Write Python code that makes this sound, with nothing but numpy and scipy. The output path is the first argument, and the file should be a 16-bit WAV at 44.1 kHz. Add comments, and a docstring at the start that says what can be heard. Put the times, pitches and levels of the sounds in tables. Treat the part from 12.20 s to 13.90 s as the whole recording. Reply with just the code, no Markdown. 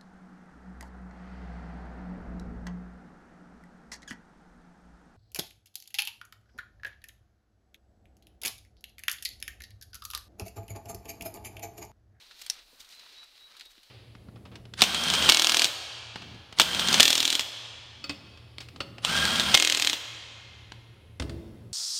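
"""A dry twig gives way underfoot with one sharp snap, close to the microphone at the edge of a wood.
Its fibres split and ring; the sound scatters off the undergrowth and returns faintly from the trees.
Around it, steps crush rough grass, stems swish and tick, a jacket rubs and there are a few soft bumps.
Far off a bird pipes four thin notes over a steady hush, while light air rumbles on the microphone."""
import sys
import numpy as np
from scipy import signal
from scipy.fft import rfft, irfft, next_fast_len
from scipy.io import wavfile
from scipy.ndimage import map_coordinates

SR = 44100
rng = np.random.default_rng(int(sys.argv[2]) if len(sys.argv) > 2 else 0)


def wav_out(sig):
    """Save sig, one row per channel (or a flat mono array), as 16-bit PCM at SR to the path in sys.argv[1]."""
    wavfile.write(sys.argv[1], SR, np.round(np.clip(np.atleast_2d(sig).T, -1, 1) * 32767).astype(np.int16))


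N = 74970


def amp(db):
    """Decibels to gain."""
    return 10 ** (np.asarray(db) / 20)


def unit(x):
    """Scale to rms 1."""
    return x / np.sqrt(np.mean(x ** 2) + 1e-20)


def along(points, hz):
    """Interpolate (frequency [Hz], value) points on a log axis."""
    freqs, values = np.transpose(points)
    return np.interp(np.log(hz + 1), np.log(freqs + 1), values)


def since(start=0):
    """Seconds since start, zero before it."""
    return np.maximum(np.arange(N) / SR - start, 0)


def level(rows):
    """Gain per sample from (time [s], level [dB]) points."""
    return amp(np.interp(since(), *np.transpose(rows)))


def fade(t, t60):
    """Sudden start, then a decay of 60 dB in t60 seconds."""
    return (t > 0) * np.exp(-np.log(1000) * t / t60)


def wobble(rate):
    """A smooth random curve, rate knots a second."""
    return map_coordinates(rng.standard_normal(2048), [since() * rate], mode="wrap")


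def colour(x, spectrum, tilt_db=0):
    """Causal filter with the given spectrum and tilt per octave; rms 1."""
    size = 2 * next_fast_len(N)
    hz = np.fft.rfftfreq(size, 1 / SR)
    octaves = np.log2(np.clip(hz, 1000, 16000) / 4000)
    gain = amp(along(spectrum, hz) + tilt_db * octaves)
    cepstrum = irfft(np.log(np.maximum(gain, 1e-6)))
    cepstrum[1:size // 2] *= 2  # fold to minimum phase
    cepstrum[size // 2 + 1:] = 0
    return unit(irfft(rfft(x, size) * np.exp(rfft(cepstrum)))[:N])


def noise(spectrum):
    """Coloured noise of rms 1."""
    return colour(rng.standard_normal(N), spectrum)


def echo(x, decay, delay_s):
    """Diffuse reflections in which each frequency dies at its own speed."""
    hz, t, bands = signal.stft(rng.standard_normal(SR // 2), SR, nperseg=128)
    bands = bands * fade(t + 1e-9, along(decay, hz)[:, None])
    tail = signal.istft(bands, SR, nperseg=128)[1]
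    delayed = np.pad(x, (int(delay_s * SR), 0))
    return signal.fftconvolve(delayed, tail / np.linalg.norm(tail))[:N]


def burst(start, t60, spectrum, tilt_db=0):
    """A dying cluster of tiny fractures, coloured by the stick that carries it."""
    shape = fade(since(start), t60)
    return colour(shape * rng.standard_normal(N), spectrum, tilt_db) * np.sqrt(np.mean(shape ** 2))


def brush(strokes, spectrum, rough_db):
    """Friction noise that swells and fades with each stroke."""
    swell = sum(amp(db) * np.exp(-((since() - centre) / half) ** 2) for centre, half, db in strokes)
    return swell * amp(rough_db * wobble(300)) * noise(spectrum)


# Open air all around: (frequency [Hz], gain [dB])
HUSH_SPECTRUM = [(53, -51), (90, -4), (204, -9), (639, -2.5), (983, -2.5), (1580, -2.5), (2000, -13),
                 (2140, -16.5), (2540, -5.5), (3580, -7.5), (4350, 0), (6270, -8), (10100, -8.5),
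                 (15500, -10)]
# Breeze on the microphone: (time [s], level [dB])
GUSTS = [(0, -83), (.11, -70.5), (.18, -78), (.27, -73), (.46, -67.5), (.52, -77), (.61, -68), (.68, -79),
         (1.35, -81.5), (1.53, -75.5), (1.7, -84)]
# Its rumble: (frequency [Hz], gain [dB])
GUST_SPECTRUM = [(10, -8), (25, 3.5), (38, 4), (60, -6.5), (100, -19), (200, -39), (600, -58)]

def air(hush_db=-67):
    """Steady outdoor hush, and a light breeze buffeting the microphone."""
    hush = amp(hush_db + 1.5 * wobble(7.4)) * noise(HUSH_SPECTRUM)
    return hush + level(GUSTS) * noise(GUST_SPECTRUM)


# Reverberation of the wood: (frequency [Hz], t60 [s])
TREE_DECAY = [(300, 0.48), (4000, 0.1), (14000, .18)]

def trees(x, delay_s):
    """The trees beyond send back a diffuse answer."""
    return echo(x, TREE_DECAY, delay_s)


# Notes from far off: (start [s], length [s], top pitch [Hz], opening rise [Hz], level [dB])
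BIRD_NOTES = [(.708, .112, 4075, 500, -56.5), (.946, .12, 3930, 260, -53), (1.183, .112, 3910, 200, -54.3),
              (1.43, .075, 3820, 60, -55.5)]

def bird(rise_s=.018, sag_hz=35, waver_hz=9, flutter_db=1, attack_s=.034, release_s=.032):
    """A distant bird's pure whistles slide up, hold and sag a little, echoing among the trees."""
    song = np.zeros(N)
    for start, length, top_hz, rise_hz, db in BIRD_NOTES:
        t = since(start)
        rise = rise_hz * np.exp(-t / rise_s)
        sag = sag_hz * np.minimum(t / length, 1) ** 4
        hz = top_hz - rise - sag + waver_hz * wobble(120)
        shape = np.clip(t / attack_s, 0, 1) * np.clip((length - t) / release_s, 0, 1)
        whistle = np.sqrt(2) * np.sin(2 * np.pi * np.cumsum(hz) / SR)
        song += amp(db + flutter_db * wobble(90)) * shape * whistle
    return song + amp(-13) * trees(song, delay_s=.034)


# Jacket rubs near the microphone: (centre [s], half length [s], level [dB])
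JACKET_RUBS = [(.122, 0.0067, -60), (.365, .045, -63), (.66, 0.074, -65.5), (.85, 0.096, -68.5),
               (1.02, 0.038, -63), (1.215, .01, -64), (1.33, 0.062, -62.5)]
# The cloth: (frequency [Hz], gain [dB])
CLOTH_SPECTRUM = [(80, -38), (200, -11.5), (380, -9.5), (700, -5.5), (1350, 4), (2200, -3), (4000, -6.5),
                  (10000, -51)]

def jacket():
    """Cloth rubs as the body turns."""
    return brush(JACKET_RUBS, CLOTH_SPECTRUM, rough_db=2.5)


# Soft bumps close by: (time [s], level [dB], pitch [Hz], t60 [s])
SOFT_BUMPS = [(.528, -52, 505, 0.044), (.528, -61, 266, 0.11), (.598, -62, 270, .05),
              (.922, -60.5, 393, 0.064), (1.575, -61, 330, 0.056), (1.577, -52.5, 229, 0.033)]

def bumps(attack_s=.0017, jitter_rad=.82, low_cut_hz=170):
    """Dull, quickly damped knocks of boots or of a hand on the camera."""
    knocks = np.zeros(N)
    for start, db, hz, t60 in SOFT_BUMPS:
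        t = since(start)
        shape = fade(t, t60) * (1 - np.exp(-t / attack_s))
        knocks += amp(db) * shape * np.sin(2 * np.pi * hz * t + jitter_rad * wobble(200))
    return signal.sosfilt(signal.butter(4, low_cut_hz, "high", fs=SR, output="sos"), knocks)


# Steps in the rough grass: (time [s], level [dB])
TREAD_LEVEL = [(0, -54), (.066, -58.5), (.122, -56), (.146, -59), (.2, -55), (.245, -56.5), (.288, -57),
               (.33, -53), (.392, -53), (.454, -63.5), (.586, -61), (.625, -60), (.68, -64), (.732, -54),
               (.756, -62), (.79, -53.5), (.88, -56), (.946, -54), (1.03, -58), (1.074, -60), (1.16, -58.5),
               (1.25, -62), (1.355, -58.5), (1.386, -58), (1.42, -52), (1.444, -61.5), (1.462, -53),
               (1.485, -64.5), (1.53, -62), (1.6, -63.5), (1.7, -61)]
# Crushed grass: (frequency [Hz], gain [dB])
GRASS_SPECTRUM = [(120, -79), (200, -15), (385, -11), (544, -9), (618, -9), (1090, -9.5), (1880, -4),
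                  (2800, -0.5), (3120, -0.5), (4030, 5), (6830, -12), (12900, -23.5), (15500, -29)]

def tread(crackles_per_s=1500, spread_db=3, crackle_db=-6):
    """Grass crushed underfoot gives dense tiny crackles over a rustle."""
    sizes = amp(spread_db * np.minimum(rng.exponential(size=N), 4)) * rng.standard_normal(N)
    crackle = colour(sizes * (rng.random(N) < crackles_per_s / SR), GRASS_SPECTRUM)
    crush = level(TREAD_LEVEL) * amp(1.15 * wobble(70.6))
    return crush * unit(noise(GRASS_SPECTRUM) + amp(crackle_db) * crackle)


# Swishes at boot height: (centre [s], half length [s], level [dB])
BLADE_STROKES = [(.2185, .0055, -43.5), (0.224, 0.055, -56), (0.326, 0.041, -58), (0.613, .018, -53),
                 (0.719, 0.057, -58.5), (1.04, 0.0086, -56.5), (1.512, 0.013, -57)]
# Sliding blades: (frequency [Hz], gain [dB])
BLADE_SPECTRUM = [(290, -63), (500, -19), (2010, -11), (2720, -5.5), (3850, -3.5), (4190, -3), (4440, -2.5),
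                  (11000, -14.5), (12100, -12.5), (15500, -18)]

def swishes():
    """Blades of grass brush past the boots."""
    return brush(BLADE_STROKES, BLADE_SPECTRUM, rough_db=3.03)


# Ticks around the feet: (time [s], level [dB], t60 [s], treble tilt [dB/octave])
STEM_TICKS = [(0.1107, -46.5, 0.036, -3), (0.235, -47, 0.017, 2), (0.2466, -48, 0.016, 7),
              (0.2609, -54, 0.011, 1), (0.603, -44, 0.043, 4.5), (0.646, -51.5, 0.09, 4),
              (0.724, -48.5, 0.083, 3), (0.7952, -44.5, 0.029, 1.5), (0.8336, -51.5, 0.023, -11),
              (0.865, -50.5, 0.023, -11.5), (0.925, -57.5, 0.04, 9), (1.178, -49, 0.025, -1.5),
              (1.3505, -52.5, 0.041, -11.5), (1.367, -47, 0.053, 5), (1.3968, -38.5, 0.012, 5),
              (1.4004, -42, 0.015, -.5), (1.4094, -37.5, 0.02, 2.5), (1.414, -45.5, 0.022, -4.5),
              (1.456, -48, 0.011, 11.5), (1.553, -57, .02, -8), (1.579, -52.5, 0.03, -2.5),
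              (1.6313, -52, 0.047, 3.5)]
# A dry stem: (frequency [Hz], gain [dB])
STEM_SPECTRUM = [(100, -33), (300, -39.5), (650, -25), (1400, -9), (2500, -4), (4100, 2), (5200, -7.5),
                 (7000, -14.5), (13000, -25), (15500, -31)]

def stems():
    """Dry stems and leaves tick, each with its own brightness."""
    return sum(amp(db) * burst(start, t60, STEM_SPECTRUM, tilt) for start, db, t60, tilt in STEM_TICKS)


# Scatter near the ground: (frequency [Hz], t60 [s])
UNDERGROWTH_DECAY = [(500, 0.1), (4000, 0.033), (14000, .028)]

def undergrowth(x):
    """Nearby growth scatters the sound back almost at once."""
    return echo(x, UNDERGROWTH_DECAY, delay_s=.002)


# Close up, the twig cracks, then breaks in quick stages: (time [s], relative level [dB], pitch [Hz])
TWIG_BREAKS = [(0.2642, -27.5, 4270), (0.2657, -27.5, 5070), (.2992, -14, 5720), (.3003, -13, 5390),
               (.3018, -20.5, 5240)]
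# Its modes: (ratio to the pitch, gain [dB], t60 [s])
TWIG_MODES = [(.62, -18, 0.0059), (.8, -9, .009), (1.039, -2, 0.013), (1.62, -13.5, 0.02)]
# Splitting fibres: (frequency [Hz], gain [dB])
FIBRE_SPECTRUM = [(100, -38), (300, -46), (650, -19), (1160, -23), (1750, -10), (2500, -10), (3200, -3),
                  (4500, -6), (5600, 6), (6600, -8.5), (8800, -5), (10600, -11.5), (14500, -14),
                  (15600, -26)]

def twig(crack_db=-5, crack_t60_s=.0058, ring_db=-7.5, low_cut_hz=2540):
    """Each stage of the break is a burst of splitting fibres and a very short ring of the wood."""
    crack, ring = np.zeros(N), np.zeros(N)
    for start, db, hz in TWIG_BREAKS:
        t = since(start)
        crack += amp(db) * burst(start, crack_t60_s, FIBRE_SPECTRUM)
        for ratio, mode_db, t60 in TWIG_MODES:
            ring += amp(db + mode_db) * fade(t, t60) * np.sin(2 * np.pi * hz * ratio * t)
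    # cut the lows so the ring stays thin and bright
    ring = signal.sosfilt(signal.butter(2, low_cut_hz, "high", fs=SR, output="sos"), ring)
    return amp(ring_db) * ring + amp(crack_db) * crack


def scene():
    """One microphone at the wood's edge: snap and walker close by, trees and bird beyond."""
    snap = twig()
    near = snap + amp(-6) * undergrowth(snap) + stems()
    walker = tread() + swishes() + jacket() + bumps()
    background = amp(-19) * trees(near, delay_s=.017) + bird() + air()
    return (background + walker + near)[None]


def record(dry, top_hz=15600):
    """The camera keeps nothing above its band limit."""
    return signal.sosfilt(signal.ellip(12, .1, 90, top_hz, fs=SR, output="sos"), dry)


dry = scene()
out = record(dry)
wav_out(out)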